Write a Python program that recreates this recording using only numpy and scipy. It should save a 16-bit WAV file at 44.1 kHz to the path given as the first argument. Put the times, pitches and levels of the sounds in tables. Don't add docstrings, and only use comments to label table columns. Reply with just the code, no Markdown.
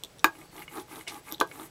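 import sys
import numpy as np
from scipy import signal
from scipy.fft import rfft, irfft
from scipy.io import wavfile
from scipy.ndimage import uniform_filter1d

SR = 44100
rng = np.random.default_rng(int(sys.argv[2]) if len(sys.argv) > 2 else 0)


def log_audio(samples):
    frames = np.atleast_2d(samples).T
    limited = np.clip(frames, -1, 1)
    pcm = np.round(limited * 32767).astype(np.int16)
    wavfile.write(sys.argv[1], SR, pcm)


N = 74970

# frequency in Hz, time to fall 60 dB in seconds, then the
# relative level in dB when knocked at the edge, knocked on the face, and rolled over.
SLAB_MODES = [(323.7, 0.12, -10.5, -14, -2), (366, 0.12, -16.5, -13.5, -6.5), (436, 0.075, -18, -8, -10.5),
              (515, 0.097, -21, -11, -40), (663.5, 0.12, -23, -15, -22), (840.7, 0.12, -20, -23, -3.5),
              (913.4, 0.042, -4.5, -5.5, -9.5), (1008.7, 0.11, -18.5, -11.5, -14.5),
              (1124.3, 0.055, -11, -9, -11.5), (1170, 0.012, 9.5, 10, -13.5), (1233, 0.029, -4, -12, -8),
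              (1529, 0.066, -5.5, -2, -14.5), (1620, 0.11, -11.5, -11.5, -20),
              (1644, 0.11, -3.5, -40, -29.5), (2108, 0.04, -9, -10, -28), (2428, 0.018, 5, -1.5, -20.5),
              (3790, 0.009, -0.5, -40, -21)]
# start in seconds, level in dB, contact time in ms,
# share of the face in the blow (0 edge, 1 face), level of the crack in dB.
KNOCK_EVENTS = [(.037, -35.5, 1.05, 0.88, -65), (.2433, -10, 0.13, 0.03, -8.5),
                (0.883, -46, 0.72, 0.4, -70), (1.323, -24.5, 1.43, 0, -70), (1.397, -23, 1.2, 0.07, -70),
                (1.4112, -12.5, 0.43, 0.99, -24)]


def gain_of(db):
    return 10 ** (np.asarray(db) / 20)


def evened(x):
    return x / np.sqrt(np.mean(x ** 2) + 1e-20)


def read(points, hz):
    point_hz, value = np.transpose(points)
    return np.interp(np.log(hz + 1), np.log(point_hz + 1), value)


def add(mix, start_s, sound):
    part = mix[round(start_s * SR):][:len(sound)]
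    part += sound[:len(part)]


def colour(x, spectrum):
    hz = np.fft.rfftfreq(len(x), 1 / SR)
    in_band = hz < spectrum[-1][0] + 100
    return evened(irfft(rfft(x) * gain_of(read(spectrum, hz)) * in_band, len(x)))


def ring(hz, db, t60, size=12000):
    t = np.arange(size)[:, None] / SR
    decay = gain_of(db - 60 * t / np.maximum(t60, .003))
    return (decay * np.sin(2 * np.pi * hz * t)).sum(1)


def grit(per_s, spread_db):
    hit = rng.random(N) < per_s / SR
    size = rng.exponential(1, N)
    sign = rng.choice([-1., 1.], N)
    return hit * sign * gain_of(spread_db * np.minimum(size, 5))


def snapping_threads():
    return grit(per_s=9000, spread_db=3)


def fuzzy_tone(centre_hz, width_hz):
    hz = np.fft.rfftfreq(N, 1 / SR)
    resonance = 1 / (1 + (2 * (hz - centre_hz) / width_hz) ** 2)
    return evened(irfft(rfft(rng.standard_normal(N)) * resonance, N))


def stroke_gain(level_column, power):
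    # start in seconds, length in seconds, rumble level in dB, share of the stroke at top
    # pressure, hiss level in dB, share of the stroke at top speed.
    strokes = [(0.304, 0.17, -50.5, .65, -59, 0.62), (0.507, 0.15, -43.5, 0.5, -52, 0.61),
               (0.681, 0.15, -37, 0.64, -49, 0.63), (0.873, 0.17, -44, 0.49, -52, 0.55),
               (1.065, 0.14, -40.5, 0.62, -51.5, 0.59), (1.226, 0.13, -44.5, 0.59, -51.5, 0.64),
               (1.455, 0.23, -42, 0.67, -51, 0.68)]
    t, gain = np.arange(N) / SR, np.zeros(N)
    for row in strokes:
        start_s, length_s = row[:2]
        progress = np.clip((t - start_s) / length_s, 0, 1)
        top = np.clip(row[level_column + 1], .2, .85)
        skewed = progress ** (np.log(.5) / np.log(top))
        arch = np.abs(np.sin(np.pi * skewed)) ** power
        gain += gain_of(row[level_column]) * arch * (progress < 1)
    return gain


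def air():
    # frequency in Hz, relative level in dB per Hz.
    air_spectrum = [(15, -48), (25, -6.5), (94, -5.5), (161, 1), (216, -11), (413, -8), (485, -8.5),
                    (951, -15.5), (6110, -23.5), (7790, -25.5), (15700, -32)]
    air_db, whine_db = -55.5, -72
    noise = gain_of(air_db) * colour(rng.standard_normal(N), air_spectrum)
    return noise + gain_of(whine_db) * fuzzy_tone(centre_hz=7870, width_hz=110)


def room(x):
    # frequency in Hz, time to fall 60 dB in seconds, relative strength in dB.
    room_bands = np.array([(200, 0.73, -24), (1020, 0.12, 0), (2500, 0.12, -4), (5130, 0.1, 2),
                           (12100, 0.094, 0.5)])
    taps = np.zeros(SR // 2)
    at = np.arange(140, len(taps) - 20, 20)
    taps[at + rng.integers(0, 20, len(at))] = rng.choice([-1., 1.], len(at))
    hz, t, bands = signal.stft(taps, SR, nperseg=256)
    t60 = read(room_bands[:, [0, 1]], hz)[:, None]
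    db = read(room_bands[:, [0, 2]], hz)[:, None]
    tail = signal.istft(bands * gain_of(db - 60 * t / t60), SR, nperseg=256)[1]
    return signal.fftconvolve(x, tail / np.linalg.norm(tail))[:N]


def thumps():
    thump_hz, thump_db, thump_t60 = 47.4, -37, .14
    out = np.zeros(N)
    for start_s, db, *_ in KNOCK_EVENTS:
        add(out, start_s, ring(thump_hz, thump_db + db, thump_t60))
    return out


def squeak():
    start_s, length_s, squeak_db = .42, .15, -66.5
    progress = np.clip((np.arange(N) / SR - start_s) / length_s, 0, 1)
    swell = np.sqrt(abs(np.sin(np.pi * progress))) * (progress < 1)
    return gain_of(squeak_db) * swell * fuzzy_tone(centre_hz=4460, width_hz=230)


def frame_ticks():
    # frequency in Hz, relative level in dB, time to fall 60 dB in seconds,
    # group (0 low, 1 middle, 2 high, 3 top).
    frame_modes = [(3522, 2, 0.0074, 0), (3756, -9, 0.0087, 0), (4530, -8.5, 0.0063, 0),
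                   (5830, 6, 0.0048, 1), (6800, 7.5, 0.0028, 1), (8870, -2, 0.0075, 2),
                   (10100, -1.5, .005, 2), (12700, 10, 0.005, 3), (13900, -3, 0.006, 3)]
    # start in seconds, then the drive in dB of the low, middle, high and top modes.
    tick_events = [(.0360, -23, -32, -26.5, -35.5), (0.041, -44, -61, -60, -53),
                   (.0472, -29.5, -38, -46, -46), (.1852, -44, -53, -44, -58),
                   (0.1937, -37.5, -39, -45, -66), (0.1985, -39, -60, -69, -70),
                   (.3885, -58, -54, -39.5, -55), (0.4046, -53, -62, -62, -60),
                   (0.5652, -43, -39, -61, -56), (.5935, -42, -53, -50, -40.5),
                   (0.7556, -58, -50, -35, -53), (.7720, -39, -45, -58, -59), (0.7983, -38, -39, -54, -62),
                   (0.9583, -36, -42, -61, -57), (0.9925, -40, -71, -57, -45), (1.1437, -34, -43, -60, -61),
                   (1.3093, -59, -47, -45, -43), (1.3152, -34, -50, -48, -52), (1.3233, -30, -28, -46, -22),
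                   (1.3322, -40, -48, -57, -56), (1.3380, -39, -35, -60, -54), (1.3422, -34, -50, -62, -60),
                   (1.3455, -27, -51, -62, -58), (1.3815, -36, -60, -62, -62),
                   (1.4017, -18.5, -23.5, -20, -31.5), (1.4060, -30, -44, -29, -46),
                   (1.4124, -14, -31.5, -29, -35), (1.4742, -53, -50, -46, -51),
                   (1.5980, -37.5, -52, -62.5, -64), (1.6317, -47, -48, -54, -53)]
    rise_s, pitch_spread, level_spread_db = 0.00069, 0.028, 2.8
    out, t = np.zeros(N), np.arange(4000) / SR
    rise = np.sin(np.pi / 2 * np.minimum(t / rise_s, 1)) ** 2
    hz, db, t60, group = np.transpose(frame_modes)
    group = np.round(group).astype(int)
    for start_s, *group_db in tick_events:
        vary_pitch, vary_level = rng.standard_normal((2, len(hz)))
        mode_db = db + np.array(group_db)[group] + level_spread_db * vary_level
        add(out, start_s, rise * ring(hz * (1 + pitch_spread * vary_pitch), mode_db, t60, size=4000))
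    return out


def axle_clacks():
    # frequency in Hz, relative level in dB, time to fall 60 dB in seconds.
    axle_modes = [(1665, 0, 0.037), (2152, 3.5, 0.037), (2215, -0.5, 0.08), (2497, 2, 0.051),
                  (2754, -7.5, 0.059), (2880, 3, 0.031), (3980, -16, 0.028), (4640, -26, .02)]
    # start in seconds, peak level in dB at the axle.
    clack_events = [(0.352, -43.5), (0.4137, -41.5), (0.58, -35), (0.6177, -42), (0.622, -31.5),
                    (0.6796, -32.5), (0.9192, -40), (1.0095, -33.5), (1.0683, -37.5), (1.075, -28),
                    (1.266, -54), (1.2829, -38), (1.5139, -32.5)]
    rub_t60 = .012
    out, t = np.zeros(N), np.arange(600) / SR
    hz, db, t60 = np.transpose(axle_modes)
    body = ring(hz, db, t60, size=4000)
    for start_s, peak_db in clack_events:
        rub = rng.standard_normal(len(t)) * gain_of(-60 * t / rub_t60)
        clack = np.convolve(body, rub)
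        add(out, start_s, gain_of(peak_db) * clack / abs(clack).max())
    return out


def knocks():
    # frequency in Hz, relative level in dB per Hz.
    crack_spectrum = [(1200, -39), (2200, -9.5), (3700, -1), (4500, -13.5), (6000, -10), (8500, -15),
                      (11000, -19), (14000, -8), (17000, -28)]
    ring_rise_s, crack_rise_s, crack_t60 = 0.00052, .0008, 0.011
    hz, t60, edge_db, face_db, _ = np.transpose(SLAB_MODES)
    out, t = np.zeros(N), np.arange(12000) / SR
    for start_s, db, contact_ms, face, crack_db in KNOCK_EVENTS:
        push = np.sin(np.pi * np.minimum(t[:200] * 1000 / contact_ms, 1))
        mode_db = edge_db + face * (face_db - edge_db)
        body = ring(hz, mode_db, t60) * (1 - np.exp(-t / ring_rise_s))
        add(out, start_s, gain_of(db) * np.convolve(body, push / push.sum()))
        crack = colour(rng.standard_normal(len(t)), crack_spectrum) * np.minimum(t / crack_rise_s, 1)
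        add(out, start_s, crack * gain_of(crack_db - 60 * t / crack_t60))
    return out


def skid():
    # frequency in Hz, relative level in dB per Hz.
    skid_spectrum = [(880, -5.5), (1500, -15), (2220, 0), (3040, -7), (3560, -2), (7150, -10.5),
                     (9610, -10.5), (15700, -34)]
    start_s, skid_db, rise_s, skid_t60 = 1.077, -34, 0.0019, 0.14
    t = np.maximum(np.arange(N) / SR - start_s, 0)
    burst = np.minimum(t / rise_s, 1) * gain_of(skid_db - 60 * t / skid_t60)
    return colour(snapping_threads(), skid_spectrum) * burst


def ink():
    # frequency in Hz, relative level in dB per Hz.
    ink_spectrum = [(1060, -44), (1800, -3), (2080, 5.5), (2590, -4), (3580, -4), (5010, -11),
                    (10300, -0.5), (13000, -3), (15700, -12)]
    patch_db = 2.5
    _, _, bands = signal.stft(colour(snapping_threads(), ink_spectrum), nperseg=256)
    patches = uniform_filter1d(rng.standard_normal(bands.shape), size=12, axis=0)
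    patches = uniform_filter1d(patches, size=6, axis=1)
    patchy = bands * gain_of(patch_db * evened(patches))
    film = evened(signal.istft(patchy, nperseg=256)[1][:N])
    return film * stroke_gain(level_column=4, power=0.53)


def rumble():
    hz, t60, _, _, rolled_db = np.transpose(SLAB_MODES)
    bumps = evened(grit(per_s=1100, spread_db=3.5))
    body = ring(hz, rolled_db - 10 * np.log10(t60), t60)
    pressed = bumps * stroke_gain(level_column=2, power=1.76)
    return signal.oaconvolve(pressed, body / np.linalg.norm(body))[:N]


def scene():
    radiates_hz, room_db = 259, -10
    near = rumble() + ink() + skid() + squeak() + knocks() + frame_ticks() + axle_clacks()
    bass_cut = signal.butter(4, radiates_hz, "high", fs=SR, output="sos")
    near = signal.sosfilt(bass_cut, near)
    return (near + gain_of(room_db) * room(near) + thumps() + air())[None]


def record(dry):
    overload, edge_hz = 0.87, 17000
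    soft = overload * np.tanh(dry / overload)
    band_limit = signal.firwin(511, edge_hz, window=("kaiser", 9), fs=SR)
    return signal.oaconvolve(soft, band_limit[None], "same")


dry = scene()
out = record(dry)
log_audio(out)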